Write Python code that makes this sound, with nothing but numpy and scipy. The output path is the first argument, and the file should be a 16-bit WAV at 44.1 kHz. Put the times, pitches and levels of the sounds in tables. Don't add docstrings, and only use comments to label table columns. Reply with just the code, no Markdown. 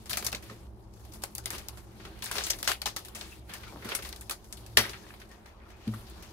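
import sys
import numpy as np
from scipy import signal
from scipy.fft import rfft, irfft, next_fast_len
from scipy.io import wavfile

SR = 44100
rng = np.random.default_rng(int(sys.argv[2]) if len(sys.argv) > 2 else 0)


def natural_amplitude(level_db):
    exponent = np.asarray(level_db, float) / 20
    return 10 ** exponent


def pcm_store(signal):
    levels = np.round(np.clip(np.atleast_2d(signal), -1, 1) * 32767)
    wavfile.write(sys.argv[1], SR, levels.astype(np.int16).T)


N = 278712

# start_s, effort_db, dryness_db
LEAF_SLIDING = [(0, -62.5, -1), (.3, -52.5, -7), (.64, -69.5, 0), (.92, -71.5, -1.5), (.945, -63.5, 1),
                (1.2, -59.5, -2), (1.9, -62, -3), (2.39, -48.5, -7.5), (2.8, -68, 7), (3.2, -53, -9.5),
                (3.465, -65, -4), (3.5, -51.5, -8), (4.05, -54, 0), (4.4, -64, 0), (4.98, -53.5, -4),
                (5.58, -67.5, -8.5), (5.9, -53.5, -4.5), (6.32, -54, -6)]
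# start_s, peak_db, edge_above_6_khz_db, t60_s
STALK_BREAK = [
    (4.7715, -8, -18, 0.34),
]
REST_EFFORT_DB = -60
PORT_LAG_S = .00012
FIRST_CLICK = 5


def rms_one(x):
    return x / np.sqrt(np.mean(x ** 2) + 1e-20)


def in_time(rows):
    s, *columns = np.transpose(rows)
    return [np.interp(np.arange(N) / SR, s, c) for c in columns]


def at_hz(points, hz):
    point_hz, point_value = np.transpose(points)
    return np.interp(np.log(hz), np.log(point_hz), point_value)


def add_at(out, start_s, sound):
    i = round(start_s * SR)
    out[..., i:i + sound.shape[-1]] += sound[..., :N - i]


def drift(rate):
    r = np.exp(-80 * np.pi * rate / SR)
    slow = signal.lfilter([1], [1, -2 * r, r * r], rng.standard_normal(N // 40 + 2002))[2000:]
    return np.interp(np.arange(N) / 40, np.arange(len(slow)), rms_one(slow))


def delayed(x, lag_s):
    return np.interp(np.arange(N) - lag_s * SR, np.arange(N), x)


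def ring(clicks, hz, t60):
    r, w = natural_amplitude(-60 / (t60 * SR)), 2 * np.pi * hz / SR
    return signal.lfilter([0, np.sin(w)], [1, -2 * r * np.cos(w), r * r], clicks + 1e-18)


def fibres(per_s, spread_db, clump_db):
    sizes = natural_amplitude(spread_db * np.minimum(rng.exponential(1, N), 4)) * rng.choice([-1, 1], N)
    breaks = rng.random(N) < per_s / SR
    return rms_one(sizes * breaks * natural_amplitude(clump_db * drift(260)))


def fibre_pair(per_s, spread_db, clump_db):
    near = fibres(per_s, spread_db, clump_db)
    return near, delayed(near, PORT_LAG_S), fibres(per_s, spread_db, clump_db)


def at_both_ports(pair, alike):
    near, late, other = pair
    alike = np.clip(alike, 0, 1)
    return np.array([near, np.sqrt(alike) * late + np.sqrt(1 - alike) * other])


def rumble():
    # start_s, level_db
    traffic = [(0.0, -47.5), (0.33, -47.5), (0.86, -50), (1.34, -48), (2.08, -47), (3.01, -53),
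               (3.99, -47.5), (4.42, -55), (4.82, -46), (5.56, -63.5), (6.13, -49), (6.32, -50)]
    # pitch_hz, width_hz, level_db
    room_modes = [(49.1, 41, -1.5), (63.8, 8.8, 5.5), (111.8, 13, 3), (178, 34, -7), (213.8, 15.5, -5.5),
                  (326, 41, -6), (381.3, 24, -8.5)]
    traffic_db, = in_time(traffic)
    deep_db = traffic_db - 3.5 + 0.5 * drift(4.4)
    grip_db = in_time(LEAF_SLIDING)[0] - REST_EFFORT_DB
    upper_db = -50.5 + 0.48 * (traffic_db - traffic_db.mean()) + 0.5 * drift(5.8)
    upper_db = upper_db + 0.11 * grip_db
    out = 0
    for hz, width_hz, level_db in room_modes:
        r = np.exp(-np.pi * width_hz / SR)
        a = [1, -2 * r * np.cos(2 * np.pi * hz / SR), r * r]
        noise = rng.standard_normal((2, N + SR // 2))
        narrow = signal.lfilter([1, 0, -1], a, signal.lfilter([1, 0, -1], a, noise))
        mid, side = narrow[:, SR // 2:]
        both = rms_one(mid) + natural_amplitude(-12) * rms_one(side) * np.c_[[1, -1]]
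        out = out + natural_amplitude(level_db + (deep_db if hz < 150 else upper_db)) * both
    return out


def air():
    # frequency_hz, level_db per Hz
    air_colour = [(18, -22), (30, -7), (48, 4.5), (115, -5), (149, -19.5), (210, -10), (311, -16),
                  (866, -18.5), (1150, -29.5), (2000, -39), (16000, -62.5)]
    hz = np.maximum(np.arange(N // 2 + 1) * SR / N, 1)
    mid, side = rfft(rng.standard_normal((2, N))) * natural_amplitude(at_hz(air_colour, hz))
    scale = natural_amplitude(-59.5) * N / np.sqrt(2 * np.sum(np.abs(mid[hz > 500]) ** 2))
    side = side * natural_amplitude(at_hz([(150, -13.5), (1200, 0.5)], hz))
    ducked = natural_amplitude(0.061 * np.minimum(in_time(LEAF_SLIDING)[0] - REST_EFFORT_DB, 0))
    return ducked * scale * irfft(np.array([mid + side, mid - side]), N)


def tears():
    # start_s, peak_db, edge_above_6_khz_db, t60_s
    thin_snaps = [(.1063, -37, 0.5, 0.64), (.1569, -31, -24, 0.1), (1.1358, -43, 3.5, 0.17),
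                  (1.3510, -50.5, 23.5, 0.059), (1.3803, -34, 6.5, 0.064), (1.4580, -25, -4.5, 0.14),
                  (1.6844, -47.5, 21, 0.045), (2.222, -27, -4.5, 0.37), (2.241, -45, 9, 0.19),
                  (2.2594, -27, -32, 0.55), (2.4366, -38.5, 3.5, 0.69), (.171, -23.5, 2, 0.13),
                  (2.5344, -24, -14.5, 0.12), (2.7161, -11.5, -16, 0.049), (3.1492, -30.5, -5, 0.86),
                  (3.2106, -20.5, -19, 0.1), (3.949, -18.5, -6.5, 0.081), (4.1607, -43, 4, 0.085),
                  (4.2093, -47.5, 11.5, 0.12), (4.5253, -31, 3.5, 0.061), (4.9326, -20.5, -32, 0.13),
                  (2.817, -17.5, -7.5, 0.048)]
    thin_rips = [(.1297, -11.5, -10, 0.052), (2.4655, -15.5, -9, 0.077), (.2452, -30.5, 8, 0.11),
                 (1.2191, -31.5, -5.5, 0.23), (1.5802, -35, 7.5, 0.066), (2.5002, -8.5, -7, 0.047),
                 (2.6404, -26, -5, 0.23), (3.0475, -34.5, -4.5, 0.17), (3.3214, -33, -19, 0.16),
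                 (3.6327, -21, -26, 0.091), (4.0218, -27.5, -7, 0.23), (4.569, -38.5, -2, 0.14),
                 (5.875, -19, -23, 0.062), (5.68, -43, -38, 0.44), (4.7485, -49, -11.5, 0.036),
                 (4.7685, -13, -12, 0.032)]
    thick_snaps = [(.2248, -15.5, -24, 0.053), (.3487, -25.5, -4, 0.11), (.4987, -28.5, -23, 0.11),
                   (.9373, -51.5, 0.5, 0.047), (1.05, -38.5, -13, 0.16), (1.2365, -18.5, -6, 0.032),
                   (1.5045, -26.5, -3.5, 0.25), (1.5278, -30.5, -18.5, 1), (2.0507, -28, -20, 0.14),
                   (2.3126, -22.5, -7.5, 0.57), (2.3537, -18.5, -14, 0.33), (2.382, -18, -17, 0.18),
                   (2.6278, -19, -6, 0.037), (2.9628, -22.5, -7.5, 0.17), (3.5358, -29.5, -7.5, 0.24),
                   (3.8222, -27, -25, 0.21), (3.918, -15, -33, 0.091), (3.9885, -25, -19, 0.11),
                   (4.089, -37, 6, 0.041), (4.2954, -21, -3.5, 0.075), (4.3088, -20.5, -3.5, 0.11),
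                   (4.6626, -34.5, -6, 0.079), (4.8936, -28, -9, 0.12), (5.1048, -32, -56, 0.092),
                   (5.216, -28, -29, 0.085), (5.3138, -38.5, -14, 0.33), (5.4574, -35.5, -18, 0.33),
                   (5.938, -39, -10, 0.49), (2.19, -48, 5, 0.025), (2.69, -26, -6, 0.1)]
    thick_rips = [(.0568, -30, -5.5, 0.11), (.0940, -23.5, -3, 0.17), (.264, -19.5, 1, 0.06),
                  (.3165, -31, -3, 0.078), (.3267, -6.5, -19, 0.027), (.4226, -33, -13.5, 0.87),
                  (1.12, -41.5, 1, 0.13), (1.4371, -37, -9, 0.11), (1.5474, -23.5, -12, 0.058),
                  (1.7709, -29.5, -12, 0.15), (1.9964, -34, -22, 1), (2.585, -33.5, 1, 0.11),
                  (2.6745, -6, -11.5, 0.19), (2.8565, -12.5, -7.5, 0.14), (3.083, -33, -4, 0.036),
                  (3.492, -27.5, -16, 0.36), (3.8442, -23, -18, 0.52), (3.8867, -20, -15, 0.29),
                  (4.0472, -27.5, -8, 0.19), (4.126, -17.5, -8, 0.018), (4.442, -38, -7, 0.093),
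                  (4.8492, -17, -32, 0.21), (5.0641, -29, -42, 0.058), (5.1377, -27.5, -21, 0.076),
                  (5.1976, -40, -7.5, 0.15), (5.701, -38, -14, 0.11), (4.782, -19.5, 1.5, 0.11),
                  (5.6, -37.5, -50, 0.63), (6.097, -49.5, 6, 0.079), (6.223, -35, -5, 0.21)]
    kinds = [(thin_snaps, -11.5, 2.5), (thin_rips, -11.5, -7), (thick_snaps, -3, 2.5),
             (thick_rips, -3, -7), (STALK_BREAK, -20.5, 22.5)]
    return [(s, peak_db, body_db, edge_db, t60, first_db)
            for rows, body_db, first_db in kinds for s, peak_db, edge_db, t60 in rows]


def tear_envelopes(centres, body, edge):
    tearing, after, events = np.zeros((len(centres), N)), np.arange(SR // 4) / SR, tears()
    colours = 2 * rng.standard_normal((len(events), len(centres)))
    for (s, peak_db, body_db, edge_db, t60, snap_db), own_db in zip(events, colours):
        snap = natural_amplitude(snap_db - 60 * after / (.011 + 0.055 * t60))
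        tail = natural_amplitude(-60 * after / (t60 * (1 + 0.076 * body[:, None])))
        gains = natural_amplitude(peak_db - 22.5 + body * body_db + edge * (edge_db + 4.5) + own_db)
        rise_s = .0007 * natural_amplitude(-1.3 * min(snap_db, 4))
        add_at(tearing, s, gains[:, None] * (snap + tail) * np.clip(after / rise_s, 0, 1))
    return tearing


def husks():
    # frequency_hz, level_db per band
    husk_colour = [(300, -4.5), (500, -8), (900, -5), (1500, -1.5), (2200, -1), (3500, 2.5), (5000, 8.5),
                   (7500, 0.5), (11000, 11), (16000, 0.5)]
    # frequency_hz, left_over_right_db
    ear_tilt = [(60, -1.0), (150, 12), (380, -10), (950, -2.5), (2380, -3.5), (5980, 6), (15000, -5)]
    # frequency_hz, common_share
    likeness = [(300, 1), (700, 0.68), (1500, 0.057), (5000, 0.013), (14000, 0.18)]
    edges = 300 * 2 ** np.arange(0, 6.1, .5)
    centres = np.sqrt(edges[1:] * edges[:-1])
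    body = np.clip(np.log2(1700 / centres) / 0.79, 0, 1)
    edge = np.clip(np.log2(centres / 2400) / 1.43, 0, 1)
    tearing = tear_envelopes(centres, body, edge)
    ripping, sliding = fibre_pair(11000, 3.5, 0.29), fibre_pair(14000, 1.4, 1.3)
    effort_db, dryness_db = in_time(LEAF_SLIDING)
    middle_db = effort_db - 7 - dryness_db
    hiss_db = effort_db - 5 + dryness_db
    rub_db = -53.5 + 0.4 * (effort_db - REST_EFFORT_DB)
    flutter, out = 0.95 * drift(22), 0
    for k, hz in enumerate(centres):
        level_db = (1 - body[k] - edge[k]) * middle_db + body[k] * rub_db + edge[k] * hiss_db
        alike = at_hz(likeness, hz)
        patch_db = 2.2 * np.roll(flutter, 9973 * (k + 1))
        rip = at_both_ports(ripping, alike) * tearing[k] * natural_amplitude(patch_db)
        rustle = at_both_ports(sliding, 0.62 * alike) * natural_amplitude(level_db - 5 + flutter + 2.5 * drift(8.8))
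        sos = signal.butter(2, [edges[k], edges[k + 1]], "band", fs=SR, output="sos")
        per_band = (-1) ** k * np.sqrt(SR / 2 / (edges[k + 1] - edges[k]))
        colour = natural_amplitude(at_hz(husk_colour, hz) + np.c_[[.5, -.5]] * at_hz(ear_tilt, hz))
        out = out + per_band * colour * signal.sosfilt(sos, rip + rustle)
    return out


def creases(leaves):
    effort = np.sqrt(signal.lfilter([.006], [1, -.994], leaves[0] ** 2))
    buckles = effort * fibres(800, 2.5, 1.5)
    dealt = rng.integers(0, 16, N)
    out = np.zeros(N)
    for k, hz in enumerate(np.geomspace(600, 4500, 16)):
        out += ring(buckles * (dealt == k), hz, 22 / hz) * np.sqrt(hz / 2000)
    return natural_amplitude(-19) * np.array([out, natural_amplitude(-30.5) * delayed(out, PORT_LAG_S)])


def needles():
    # start_s, peak_db, centre_hz
    tough_fibres = [(0.0577, -29, 5400), (0.062, -33, 8500), (0.1008, -22, 8600), (0.1106, -18, 8000),
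                    (0.1211, -23, 7900), (0.1316, -15, 5000), (0.1568, -26, 3900), (0.1719, -16, 7800),
                    (0.1859, -20, 7700), (0.2254, -26, 3500), (0.2465, -21, 7100), (0.2646, -17, 8600),
                    (0.3498, -21, 4200), (1.3515, -11, 10800), (1.3833, -12, 8500), (1.4582, -5, 6350),
                    (1.5048, -9, 6500), (1.6855, -12, 9800), (2.3551, -23, 4300), (2.3746, -20, 3900),
                    (2.4418, -22, 6700), (2.4682, -20, 5300), (2.5057, -17, 6200), (2.6763, -20, 2800),
                    (2.6846, -19, 4600), (2.7164, -16, 3300), (2.8183, -24, 4800), (2.8578, -18, 6600),
                    (2.8751, -16, 2200), (2.8872, -19, 5200), (2.9686, -13.5, 5500), (3.0504, -23, 5400),
                    (3.1495, -24, 4900), (3.2131, -21, 4100), (4.0808, -32, 5800), (4.09, -27, 6200),
                    (4.2962, -21, 7600), (4.2999, -22, 5800), (4.3103, -18, 5500), (4.5259, -31, 6700),
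                    (4.5289, -20, 6400), (4.7722, -5, 4500)]
    # start_s, peak_db, centre_hz
    stalk_fibre = [
        (4.7712, -4, 3200),
    ]
    rows, span = list(tough_fibres) + list(stalk_fibre), 1.9
    out = np.zeros((2, N))
    for (s, peak_db, hz), (sign, echo) in zip(rows, rng.uniform(-1.1, 1, (len(rows), 2))):
        click = np.zeros(256)
        click[[0, int(30 + 10 * echo)]] = np.sign(sign), .45 * np.sign(echo)
        sos = signal.butter(2, [hz / span, min(hz * span, .45 * SR)], "band", fs=SR, output="sos")
        sound = signal.sosfilt(sos, click)
        sound = natural_amplitude(peak_db + 2.5) * sound / np.abs(sound).max()
        i, lag = round(s * SR), round(PORT_LAG_S * SR)
        out[0, i:i + 256] += sound
        out[1, i + lag:i + lag + 256] += sound * natural_amplitude(-5)
    return out


def volleys(rows, span):
    out, after = np.zeros((2, N)), np.arange(SR // 6) / SR
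    shared, lag = 0.77, round(PORT_LAG_S * SR)
    draws = rng.standard_normal((len(rows), 3, len(after)))
    for (s, peak_db, hz, t60), (near, other, lumps) in zip(rows, draws):
        far = shared * np.roll(near, lag) + (1 - shared) * other
        volley = np.array([near, far]) * natural_amplitude(2.5 * lumps)
        volley[0, 0] = volley[1, lag] = FIRST_CLICK * np.sqrt(SR / 2 / hz)
        sos = signal.butter(2, [hz / span, min(hz * span, .45 * SR)], "band", fs=SR, output="sos")
        sound = signal.sosfilt(sos, volley * natural_amplitude(-60 * after / t60))
        add_at(out, s, natural_amplitude(peak_db - 3) * sound / np.abs(sound[0]).max())
    return out * natural_amplitude([[0], [-5.5]])


def ticks():
    # start_s, peak_db, centre_hz, t60_s
    strands = [(.100, -27, 12000, .15), (.1716, -24, 9000, .05), (1.2365, -34, 4000, .04),
               (1.4575, -21, 4500, .04), (1.504, -37, 2500, .05), (1.685, -42, 3500, .04),
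               (2.05, -35, 9000, .15), (2.2223, -19, 7000, .03), (2.873, -27, 5000, .03),
               (2.926, -44, 9000, .04), (3.55, -42, 800, .15), (3.61, -48, 9000, .05),
               (3.71, -48, 9000, .06), (3.725, -28, 750, .15), (3.76, -24, 750, 0.24),
               (4.271, -35, 8000, .05), (4.443, -46, 7000, .05), (4.487, -36, 7000, .04),
               (4.5255, -15, 7500, .08), (4.593, -50, 8000, .04), (4.7725, -23, 480, 0.18),
               (4.786, -24, 3500, .04), (4.798, -26.5, 2500, .04), (4.828, -26, 2500, .04),
               (5.29, -37.5, 8000, 0.14)]
    return volleys(strands, 1.5)


def crackles():
    # start_s, peak_db, centre_hz, t60_s
    pockets = [(.1002, -13, 12000, 0.087), (.1105, -19, 2000, .03), (.1315, -25, 3900, .02),
               (.157, -32, 2000, .03), (.1775, -22, 11000, .05), (0.226, -31, 1900, .03),
               (.2454, -28, 4500, 0.016), (.2645, -30, 8500, .02), (.279, -34, 2500, .03),
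               (0.3277, -38, 2200, .03), (.3495, -26, 2600, .03), (.351, -34, 6000, .02),
               (1.237, -38, 885, 0.03), (1.502, -33, 1300, .04), (1.545, -23, 2800, 0.065),
               (2.223, -20.5, 2980, 0.023), (2.2415, -13.5, 8500, .04), (2.259, -14, 8500, .03),
               (2.314, -10, 9650, 0.043), (2.3135, -17, 1500, 0.032), (2.355, -28, 4000, .08),
               (2.383, -8, 4060, 0.063), (2.438, -10, 6600, 0.12), (2.467, -22, 3400, .06),
               (2.499, -16, 4180, .04), (2.5046, -2, 5970, 0.071), (2.533, -14, 3800, .02),
               (2.568, -26, 10050, .04), (2.6753, -10.5, 1550, 0.028), (2.676, -7, 4200, 0.033),
               (2.716, -11, 1480, .03), (3.636, -38, 2470, .05), (3.733, -34, 370, 0.053),
               (3.853, -24.5, 328, 0.056), (3.888, -29, 900, .05), (3.919, -32, 654, .06),
               (3.9502, -5.5, 10250, 0.093), (3.9895, -23, 1400, .03), (4.049, -28, 4100, .03),
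               (4.5255, -33, 6000, .06), (4.7762, -8.5, 2550, .05), (4.7708, -15.5, 600, 0.04),
               (4.7716, -6, 5700, 0.092), (4.812, -21.5, 690, 0.055), (4.853, -17, 1900, .05),
               (5.104, -32, 1200, .03), (5.139, -34, 1100, .05), (5.218, -41, 1300, .04),
               (5.815, -38, 2600, .04), (5.944, -25.5, 1300, .04)]
    return volleys(pockets, 1.208)


def squeaks():
    # start_s, length_s, level_db, pitch_hz
    rubs = [(.105, 0.037, -39, 5450), (2.285, 0.024, -41, 2380), (3.312, 0.031, -48, 2650),
            (3.51, 0.042, -47, 1750), (3.547, .03, -45, 1810), (3.654, 0.05, -48.5, 1360),
            (3.666, 0.051, -49.5, 2320), (3.867, .03, -43, 1400), (4.932, 0.026, -40, 2330),
            (5.02, 0.047, -53, 1700), (5.297, 0.054, -53.5, 1820), (5.521, 0.075, -57.5, 1120),
            (5.6, .07, -62, 2450), (5.656, 0.027, -54.5, 1330), (5.708, 0.082, -62, 2480)]
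    out, after = np.zeros((2, N)), np.arange(SR // 6) / SR
    for (s, length_s, level_db, hz), noise in zip(rubs, rng.standard_normal((len(rubs), 2, len(after)))):
        sung = rms_one(ring(noise + noise[0], hz, 0.023))
        swell = np.sin(np.pi * np.clip(after / length_s, 0, 1))
        add_at(out, s, natural_amplitude(level_db) * sung * swell)
    return out


def pops():
    # start_s, peak_db, pitch_hz, t60_s
    folds = [(0.172, -11.5, 1290, 0.029), (0.327, -14, 2630, 0.03), (0.348, -6, 2570, 0.014),
             (0.498, -20.5, 1260, 0.031), (1.236, -16, 665, 0.013), (1.458, -11.5, 2020, 0.03),
             (1.503, -21, 1390, 0.03), (2.051, -21, 1340, 0.03), (2.312, -15, 1010, 0.027),
             (2.381, -22, 935, 0.038), (2.503, -28.5, 3200, 0.035), (2.6764, -3, 1550, 0.0098),
             (2.692, -5.5, 1380, 0.068), (2.715, -40, 1380, 0.03), (2.859, -11.5, 840, 0.032),
             (2.873, -8, 1230, 0.026), (2.965, -12.5, 1350, 0.019), (3.674, -29, 2260, 0.034),
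             (3.919, -53, 1350, 0.033), (3.952, -7, 1470, 0.046), (4.296, -10, 2540, 0.023),
             (4.7709, 6.5, 3160, 0.02), (4.7714, -1, 1860, 0.039), (4.841, -10.5, 1590, 0.034),
             (4.945, -38, 1610, 0.03), (5.105, -22.5, 1740, 0.023), (5.315, -36, 1880, 0.03),
             (5.468, -43, 1730, 0.032), (5.667, -31, 1360, 0.025), (5.937, -17.5, 1295, 0.024)]
    out, after = np.zeros((2, N)), np.arange(SR // 10) / SR
    pushes = rng.standard_normal((len(folds), 2, len(after))) * natural_amplitude(-60 * after / .007)
    pushes[:, :, 0] = FIRST_CLICK
    for (s, peak_db, hz, t60), (near, other) in zip(folds, pushes):
        push = np.array([near, 1.64 * np.roll(near, round(PORT_LAG_S * SR)) + 0.12 * other])
        t60 = min(t60, .022)
        sound = ring(push, hz, t60) + .5 * ring(push, 1.45 * hz, t60)
        add_at(out, s, natural_amplitude(peak_db - 12.5) * sound / np.abs(sound[0]).max())
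    return out


def nudges():
    # start_s, level_db, t60_s
    bumps = [
        (.255, -38, 0.13),
        (0.33, -24, 0.095),
        (0.499, -31, 0.16),
        (1.52, -38.5, 0.32),
        (2.05, -38.5, 0.24),
        (3.49, -41.5, 0.19),
        (3.72, -38.5, 0.46),
        (3.845, -25, 0.11),
        (2.55, -41, 0.43),
        (5.866, -30, 0.11),
    ]
    force, after = np.zeros(N), np.arange(SR // 4) / SR
    for s, level_db, t60 in bumps:
        add_at(force, s, natural_amplitude(level_db - 60 * after / t60) * np.clip(after / 0.019, 0, 1))
    sos = signal.butter(3, [144, 448], "band", fs=SR, output="sos")
    return force * rms_one(signal.sosfilt(sos, rng.standard_normal(N)))


def steel_sheet():
    # start_s, level_db, free_s until a hand damps it
    blows = [
        (3.762, -40, 0.014),
        (3.85, -39, 0.017),
        (4.775, -22.5, 0.14),
        (5.8724, -15, 0.11),
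        (5.938, -33.5, 0.041),
    ]
    # pitch_hz, level_db, t60_s
    sheet_modes = [(111.4, -6.5, 0.6), (213.8, 1, 0.15), (251.4, -2, 0.058), (315, -7.5, 0.069),
                   (407, -15.5, 0.042)]
    out, after = np.zeros(N), np.arange(SR // 2) / SR
    hz, level_db, t60 = np.transpose(sheet_modes)[:, :, None]
    sag = after + 0.24 * 0.0069 * (1 - np.exp(-after / 0.011))
    swell = 1 - np.exp(-after * hz / 0.74)
    modes = natural_amplitude(level_db - 60 * after / t60) * swell * np.sin(2 * np.pi * hz * sag)
    ringing = np.sum(modes, axis=0)
    for s, blow_db, free_s in blows:
        damped = natural_amplitude(-60 * np.maximum(after - free_s, 0) / 0.1)
        add_at(out, s, natural_amplitude(blow_db) * ringing * damped)
    out = signal.sosfilt(signal.butter(4, 334, fs=SR, output="sos"), out)
    return out * natural_amplitude([[.6], [-.6]])


def stalk_wood():
    # pitch_hz, width_hz, level_db
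    wood_modes = [(366, 110, -1.5), (537, 150, -3.5), (1370, 150, -3.5), (1900, 170, -1), (2680, 180, -2.5),
                  (3190, 120, -3), (4530, 360, -4.5), (5670, 85, 0)]
    after = np.arange(N) / SR - STALK_BREAK[0][0]
    force = fibres(3000, 2.8, 3.8) * natural_amplitude(-60 * np.maximum(after, 0) / 0.19) * (after > 0)
    out = np.zeros(N)
    for k, (hz, width_hz, level_db) in enumerate(wood_modes):
        out += natural_amplitude(level_db) * ring(force, hz, 1.22 / width_hz) * np.sqrt(width_hz / SR) * (-1) ** k
    return natural_amplitude(-4) * np.array([out, natural_amplitude(-1.5) * delayed(out, PORT_LAG_S)])


def kitchen(x):
    t60_s, wall_cut_hz = 0.13, 13000
    size = next_fast_len(N + SR // 2)
    phase = -2j * np.pi * np.arange(size // 2 + 1) / size
    turn = np.exp(phase)
    dull = np.exp(-2 * np.pi * wall_cut_hz / SR)
    response = np.zeros((2, len(turn)), complex)
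    for k, lag in enumerate((rng.uniform(.006, 0.023, 16) * SR).astype(int)):
        loop = natural_amplitude(-60 * lag / SR / t60_s) * (1 - dull) / (1 - dull * turn) * np.exp(lag * phase)
        response[k % 2] += loop / (1 - loop) * (-1) ** (k // 2)
    return irfft(rfft(x, size) * response, size)[:, :N]


def scene():
    # start_s, left_over_right_db
    hands = [(0, 1.5), (1, 2), (2, 2), (2.7, 2.5), (3.3, 2), (4, 2), (4.7, 1.5), (5.1, 3), (6.32, 2)]
    fibre_sound = husks()
    leaves = fibre_sound + creases(fibre_sound) + pops() + stalk_wood()
    close = leaves + needles() + ticks() + crackles() + squeaks()
    around = rumble() + air() + nudges() + steel_sheet() + natural_amplitude(-12) * kitchen(leaves.mean(axis=0))
    lean_db, = in_time(hands)
    return close * natural_amplitude(np.c_[[.5, -.5]] * lean_db) + around


def band_limit(x):
    return signal.sosfilt(signal.butter(12, 16820, fs=SR, output="sos"), x)


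def record(dry):
    rounded = 0.94 * np.tanh(dry / 2.0)
    mix = signal.sosfilt(signal.cheby2(16, 44, 16050, fs=SR, output="sos"), rounded)
    return band_limit(mix)


dry = scene()
out = record(dry)
pcm_store(out)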